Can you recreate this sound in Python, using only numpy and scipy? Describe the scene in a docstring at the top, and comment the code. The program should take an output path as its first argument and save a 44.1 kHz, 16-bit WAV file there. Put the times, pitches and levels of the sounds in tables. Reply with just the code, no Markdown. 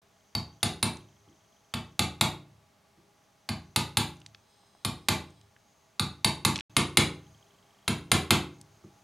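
"""Room tone and the whine and tick of a camera's lens motors in a small hard workshop. From 0.35 s a small
hammer taps a brass punch against the thin rim of a metal can clamped on a bench, in groups of two to five.
Each blow cracks, rings punch, can and hammer head, then booms through the bench. The lens zooms from
4.4 to 5.5 s. Near 6.6 s the punch rattles; just after, a short click comes as the sound cuts off briefly.
The five later blows sound duller, with less can ring and more low boom."""
import sys
import numpy as np
from scipy import signal
from scipy.fft import rfft, irfft
from scipy.io import wavfile
from scipy.ndimage import uniform_filter1d

SR = 44100
rng = np.random.default_rng(int(sys.argv[2]) if len(sys.argv) > 2 else 0)


def wrap_up_sound(samples):
    """Save the sound to the file named by the first command line argument, as 16-bit audio."""
    columns = np.atleast_2d(samples).T
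    # keep every value between -1 and 1, then stretch to whole-number steps
    tamed = np.clip(columns, -1, 1)
    steps = np.round(tamed * 32767).astype(np.int16)
    wavfile.write(sys.argv[1], SR, steps)


N = 398529

# modes of bench, wooden block and can (frequency [Hz], level [dB], t60 [s])
BENCH_MODES = [(60, -16, 0.38), (80.54, -7.5, 0.37), (105.4, 3.5, 0.21), (110, -20, 0.95), (142.2, 0, 0.26),
               (168.7, -7.5, 0.43), (195.8, -0.5, 0.21), (228.7, -1.5, 0.15), (248.8, -3.5, .22)]
BLOCK_MODES = [(294.5, -5.5, 0.46), (322.7, -2, 0.31), (345, -2, 0.35), (377.4, -1.5, 0.17),
               (438, -7.5, 0.21), (515, -10, 0.16)]
CAN_MODES = [(626, -10.5, 0.058), (753, -10.5, 0.073), (852, 1.5, 0.042), (1005, -12, .025),
             (1141.5, -1.5, 0.036), (1207, -2, 0.053), (1337, -4, 0.03), (1490, -11, .025)]
# opening silence and dropout (start [s], end [s])
SILENCES = [(0, 0.018), (6.609, 6.697)]
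DROPOUT_S = SILENCES[1][0]


def gain_of(db):
    """Decibels to amplitude."""
    return 10 ** (np.asarray(db) / 20)


def unit_rms(x):
    """Scales to rms 1."""
    return x / np.sqrt(np.mean(x ** 2) + 1e-20)


def curve_at(points, hz):
    """Interpolates on a log-frequency axis."""
    point_hz, value = np.transpose(points)
    return np.interp(np.log(hz + 1), np.log(point_hz + 1), value)


def add(mix, start_s, sound):
    """Mixes a sound in at start_s."""
    part = mix[round(start_s * SR):][:len(sound)]
    part += sound[:len(part)]


def coloured(x, points):
    """Filters by a curve of (frequency [Hz], gain [dB])."""
    size = x.shape[-1]
    hz = np.fft.rfftfreq(size, 1 / SR)
    return irfft(rfft(x) * gain_of(curve_at(points, hz)), size)


def minimum_phase(db):
    """Causal impulse response from gains on 1025 bins."""
    log_gain = np.log(gain_of(np.r_[db, db[-2:0:-1]]))
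    spectrum = np.exp(np.conj(signal.hilbert(log_gain)))
    return np.fft.ifft(spectrum).real[:1024]


def noise_bands(peaks):
    """Steady noise in bell-shaped bands."""
    hz = np.fft.rfftfreq(N, 1 / SR)
    power = 0
    for centre_hz, width_hz, db in peaks:
        bell = 2 / np.pi * width_hz / (width_hz ** 2 + 4 * (hz - centre_hz) ** 2)
        skirt = 1 + ((hz - centre_hz) / (3 * width_hz)) ** 4
        power += gain_of(2 * db) * bell / skirt
    return irfft(rfft(rng.standard_normal(N)) * np.sqrt(power * SR / 2), N)


def ring(modes, rise_s, scatter_db=0, detune=0, hold_s=1e-9):
    """Decaying sines; each blow lands differently, so level, pitch and phase can vary."""
    hz, db, t60_s = np.transpose(modes)[:, :, None]
    level_draw, pitch_draw, phase = rng.standard_normal((3, len(modes), 1))
    t = np.arange(0, t60_s.max() + hold_s, 1 / SR)
    age_s = np.sqrt(t ** 2 + hold_s ** 2) - hold_s
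    envelopes = gain_of(db + scatter_db * level_draw - 60 * age_s / t60_s)
    sines = np.sin(2 * np.pi * (hz * (1 + detune * pitch_draw) * t + phase))
    return (envelopes * sines).sum(0) * (1 - np.exp(-t / rise_s))


def room_tone():
    """Noise and faint hum, mid and side; the mid is 2.5 dB louder after the dropout."""
    # noise spectrum (frequency [Hz], relative density [dB])
    spectrum = [(29, -52.5), (50, -12), (96, -1.5), (439, -9.5), (495, -9), (559, -9), (661, -1.5),
                (729, -10.5), (822, -7), (1620, -12.5), (5270, -17), (6240, -19), (16000, -29.5)]
    # hum bands (centre [Hz], width [Hz], level [dB])
    hum = [(108, 50, -78), (193, 30, -78), (404, 5, -79), (656, 56, -82), (821, 15, -76.5), (1154, 51, -81),
           (2160, 80, -88)]
    tone = gain_of(-67.5) * unit_rms(coloured(rng.standard_normal((2, N)), spectrum))
    tone += [noise_bands(hum), noise_bands(hum)]
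    tone[0] *= gain_of(2.5 * (np.arange(N) / SR > DROPOUT_S))
    return tone


def focus_steps(period_s=.04, pip_hz=3200):
    """The focus drive steps with uneven force, half a period later after the dropout."""
    step_s = np.arange(.0055, N / SR - period_s, period_s)
    step_s += (step_s > DROPOUT_S) * period_s / 2
    steps = np.zeros(N)
    steps[(step_s * SR).astype(int)] = gain_of(2.8 * rng.standard_normal(len(step_s)))
    pip = np.sin(2 * np.pi * pip_hz * np.arange(260) / SR) * np.hanning(260)
    return signal.oaconvolve(steps, pip)[:N]


def lens_motors(zoom_span_s=(4.4, 5.5), ramp_s=.22):
    """The focus motor whines and ticks, the zoom motor runs once; mid and side."""
    # focus drive (time [s], whine gain [dB], tick gain [dB])
    drive = [(0, -88, -90), (.2, -79, -68), (1.1, -78.5, -63.5), (1.7, -78.5, -66), (2.5, -88.5, -78.5),
             (2.9, -91, -86), (3.3, -82, -80), (4.3, -80.5, -82.5), (4.6, -80, -93), (5.4, -84, -85),
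             (5.7, -75.5, -76), (6, -81, -86), (6.6, -74, -72), (7.299, -74, -59.5), (7.85, -80.5, -58.5),
             (8.6, -77, -78), (9.04, -77, -66)]
    # motor whines (centre [Hz], width [Hz], relative level [dB])
    wide_bands = [(6000, 320, 0.0042)]
    focus_bands = [(4800, 250, -9.5), (6420, 300, 1)]
    zoom_bands = [(3290, 120, -2), (3980, 230, 2), (5070, 150, 0.5), (8500, 280, -1.5)]
    t = np.arange(N) / SR
    drive_s, *levels = np.transpose(drive)
    whine_db, tick_db = (np.interp(t, drive_s, db) for db in levels)
    started, stopped = (np.clip((t - s) / ramp_s + .5, 0, 1) for s in zoom_span_s)
    wide_db = whine_db - 10.5 * started  # this band fades on zooming in
    zoom_gain = gain_of(-77.5) * (started - stopped) ** 2
    flutter = gain_of(1.6 * unit_rms(uniform_filter1d(rng.standard_normal(N), size=1200)))
    motors = np.zeros((2, N))
    for channel in motors:
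        whine = gain_of(wide_db) * noise_bands(wide_bands) + gain_of(whine_db) * noise_bands(focus_bands)
        channel += flutter * whine + zoom_gain * noise_bands(zoom_bands)
    motors[0] += gain_of(tick_db) * focus_steps()
    return motors


def background():
    """Room tone and lens motors; mid and a weaker side."""
    # stereo width (frequency [Hz], side gain [dB])
    width = [(60, -15.5), (180, -12), (550, -7), (1650, -7.5), (4970, -13.5), (15000, -18.5)]
    mid, side = room_tone() + lens_motors()
    return np.array([mid, coloured(side, width)])


def workshop_reverb(x, build_s=.014):
    """Sparse reflections, each band dying at its own rate; mid and a weaker, unrelated side."""
    # room decay (frequency [Hz], t60 [s])
    decay = [(60, 0.94), (160, 0.51), (420, 0.46), (1100, 0.32), (2910, 0.31), (7680, 0.25)]
    # colour of the tail, and further colour of its side (frequency [Hz], gain [dB])
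    tail_colour = [(60, 1.5), (300, 4), (600, -0.5), (1000, -0.5), (3000, -4), (8000, -4), (12300, -9.5),
                   (13500, -23)]
    side_colour = [(60, -20.5), (130, -30.5), (290, -18), (640, -18.5), (1410, -17.5), (3100, -11.5),
                   (6820, -10.5), (15000, -16)]
    slots = np.arange(100, SR - 12, 12)
    arrivals = slots + rng.integers(0, 12, (2, len(slots)))
    taps = np.zeros((2, SR))
    np.put_along_axis(taps, arrivals, rng.choice([-1., 1.], arrivals.shape), 1)
    taps *= 1 - np.exp(-np.arange(SR) / SR / build_s)
    hz, t, spectra = signal.stft(taps, SR, nperseg=256)
    spectra *= gain_of(-60 * t / curve_at(decay, hz)[:, None])
    tail = signal.istft(spectra, SR, nperseg=256)[1][:, :SR]
    tail = coloured(tail / np.linalg.norm(tail[0]), tail_colour)
    tail[1] = coloured(tail[1], side_colour) * gain_of(-3)
    return signal.fftconvolve(x[None], tail, axes=1)[:, :N]


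def bench_knocks():
    """Soft knocks ring bench and block; the can answers more softly."""
    # knocks (time [s], gain [dB])
    knocks = [(1.273, -59.5), (2.973, -66), (8.838, -49)]
    out = np.zeros(N)
    for s, db in knocks:
        add(out, s, gain_of(db) * ring(BENCH_MODES + BLOCK_MODES, .008, scatter_db=3.4, detune=.0095))
        add(out, s, gain_of(db - 3) * ring(CAN_MODES, .0037, scatter_db=3, detune=.004))
    return out


def small_ticks(rise_s=.00046, t60_s=.012):
    """Each tick is a puff of noise around one short resonance."""
    # punch slips and touches, plus a click at 6.607 s as the sound cuts off
    # (time [s], level [dB], pitch [Hz])
    ticks = [(0.97, -36, 3870), (4.168, -52, 7200), (4.202, -51, 7500), (4.216, -41.5, 3000),
             (4.2622, -31, 3940), (4.272, -57, 7500), (4.347, -33, 2620), (4.635, -47, 760),
             (4.75, -42, 755), (5.304, -52, 7000), (5.413, -47, 3880), (5.564, -45, 1700),
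             (6.356, -44, 6040), (6.558, -16, 3340), (6.565, -22, 3430), (6.578, -26.5, 3710),
             (6.589, -24.5, 2760), (6.597, -29.5, 4100), (6.607, -22, 2560), (8.585, -57, 6500),
             (8.613, -36.5, 8640)]
    out, t = np.zeros(N), np.arange(4096) / SR
    for s, db, hz in ticks:
        noise_share = hz / (hz + 3200)  # higher ticks are noisier
        around_pitch = [(hz / 8, -22), (hz, 0), (hz * 2.2, -8), (hz * 3.3, -30)]
        puff = unit_rms(coloured(rng.standard_normal(len(t)), around_pitch))
        puff = coloured(puff, [(9500, 2.5), (14000, -19)])  # little top treble
        tone = np.sin(2 * np.pi * hz * t)
        envelope = gain_of(db - 60 * t / t60_s) * (1 - np.exp(-t / rise_s))
        add(out, s, envelope * (noise_share * puff + (1 - noise_share) * tone))
    return out


def crack(treble_db, chatter_db, chatter_s=.0034, shelf_hz=5200):
    """A first touch, a hard contact 1 ms later, then the punch chatters on the rim; peak 1."""
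    # impact spectrum (frequency [Hz], relative density [dB])
    spectrum = [(100, -41.5), (300, -9.5), (600, -10), (1100, -0.5), (1700, -6.5), (2500, -2.5), (3900, -2),
                (4800, -4.5), (5600, -12.5), (7000, -6.5), (8500, -11), (11200, -9.5), (13000, -21.5),
                (15000, -33), (16000, -46.5)]
    hz, t = np.fft.rfftfreq(2048, 1 / SR), np.arange(1024) / SR
    contacts = gain_of(chatter_db) * np.exp(-t / chatter_s) * rng.standard_normal(len(t))
    contacts[:40] *= np.linspace(.3, 1, 40)
    contacts[40] = 1
    # the steel sets the colour, however the contacts fall
    contacts_db = 10 * np.log10(uniform_filter1d(abs(rfft(contacts, 2048)) ** 2, size=24))
    shelf_db = treble_db / (1 + (shelf_hz / (hz + 1)) ** 8)
    burst = np.convolve(contacts, minimum_phase(curve_at(spectrum, hz) - contacts_db + shelf_db))
    return burst / abs(burst).max()


def hammer_blows():
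    """Each blow cracks and rings the metal in air, and swells as a boom in bench and block."""
    # blows (time [s], force as crack peak [dB], punch [dB], rim [dB], head [dB], high head mode [dB])
    blows = [(0.35, -18, -32, -14.5, -47.5, -64.5), (0.629, -9.5, -21, -22, -23, -61.5),
             (0.827, -7.5, -20, -30.5, -20, -56), (1.738, -20, -30.5, -32, -40.5, -64),
             (1.992, -5.5, -20.5, -26, -31, -60.5), (2.21, -5, -17.5, -27.5, -30, -46.5),
             (3.489, -16.5, -34.5, -24, -38, -85), (3.76, -8, -20, -20.5, -25, -49),
             (3.97, -5, -20, -18.5, -21.5, -43), (4.848, -14, -24.5, -38, -28.5, -84),
             (5.085, -4.5, -21, -20, -45, -50), (5.995, -11.5, -24, -16, -29.5, -69),
             (6.245, -6, -21.5, -14.5, -22, -57), (6.449, -2, -17.5, -27.5, -23.5, -50),
             (6.766, -1, -27, -39, -19, -59.5), (6.971, 1.5, -20, -46, -19, -53.5),
             (7.878, -7, -24.5, -35.5, -26, -53), (8.116, -1, -22.5, -24, -19, -43.5),
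             (8.306, 1, -16, -37, -25, -52.5)]
    # modes of lid, rim, punch and hammer head (frequency [Hz], level [dB], t60 [s])
    lid_modes = [(2102, -1.5, 0.057), (2258, -3, 0.034), (2395, -4.5, 0.051), (2635, -0.5, 0.044)]
    rim_modes = [(4560, -1.6, 0.037), (4586, 0.52, 0.016)]
    punch_modes = [(3148, -9, 0.012), (3470, -5, .02), (3620, -2, 0.027), (3755, 1, 0.029),
                   (3927, -0.5, .018), (4170, -2, 0.027), (5480, -8.5, 0.0089), (6900, -9, 0.022),
                   (7400, -13, 0.028), (8430, -12, 0.022), (11040, -4.5, 0.022), (12100, -12.5, 0.052)]
    head_mode = [(9447, 0, .075)]
    high_head_mode = [(13207, 0, .28)]
    air, bench = np.zeros((2, N))
    for s, force_db, punch_db, rim_db, head_db, high_db in blows:
        after_dropout = s > DROPOUT_S  # duller, less can ring, more low boom
        treble_db = 5 + .55 * force_db - 5.5 * after_dropout
        chatter_db = -14.5 - 1.64 * after_dropout
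        lid_db = -19.5 + 1.05 * force_db - after_dropout
        can_db = -24 + .55 * force_db - 5 * after_dropout
        bench_db = -29 + .4 * force_db + .89 * after_dropout
        block_db = -33.5 + .85 * force_db + 2 * after_dropout
        s += .0004
        add(air, s, gain_of(force_db) * crack(treble_db, chatter_db))
        s += .0009  # ringing starts at the hard contact
        add(air, s, gain_of(lid_db) * ring(lid_modes, rise_s=.0013, scatter_db=1, detune=.0035))
        add(air, s, gain_of(can_db) * ring(CAN_MODES, rise_s=.00027, scatter_db=1.5, detune=.0029))
        add(air, s, gain_of(punch_db) * ring(punch_modes, rise_s=.00017, scatter_db=1, detune=.004))
        add(air, s, gain_of(rim_db) * ring(rim_modes, rise_s=.00034, detune=.007))
        add(air, s, gain_of(head_db) * ring(head_mode, rise_s=.00072))
        add(air, s, gain_of(high_db) * ring(high_head_mode, rise_s=.001))
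        boom = ring(BENCH_MODES, rise_s=.006, scatter_db=1.4, detune=.011, hold_s=.06)
        block = ring(BLOCK_MODES, rise_s=.006, scatter_db=1, detune=.0045, hold_s=.06)
        add(bench, s, gain_of(bench_db) * boom)
        add(bench, s, gain_of(block_db) * block)
    return air, bench


def scene():
    """Near sounds central, reverb and background in mid and side; returns left and right."""
    air, bench = hammer_blows()
    bench += bench_knocks()
    ticks = small_ticks()
    mid, side = workshop_reverb(air + .096 * bench + .16 * ticks) + background()
    mid += air + bench + ticks
    side -= .03 * air  # blows come from slightly right
    side += .09 * np.gradient(air + ticks)  # the two microphone ports lie a little apart
    return np.array([mid + side, mid - side])


def record(dry, ceiling=.85, cutoff_hz=16300):
    """The input stage rounds the peaks; then the two silences and a low-pass."""
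    t = np.arange(N) / SR
    audible = np.prod([(t < start_s) | (t > end_s) for start_s, end_s in SILENCES], axis=0)
    rounded = ceiling * np.tanh(dry / ceiling)
    gated = rounded * uniform_filter1d(audible.astype(float), size=120)
    lowpass = signal.firwin(511, cutoff_hz, window=("kaiser", 9), fs=SR)
    return signal.oaconvolve(gated, lowpass[None], "same")


dry = scene()
out = record(dry)
wrap_up_sound(out)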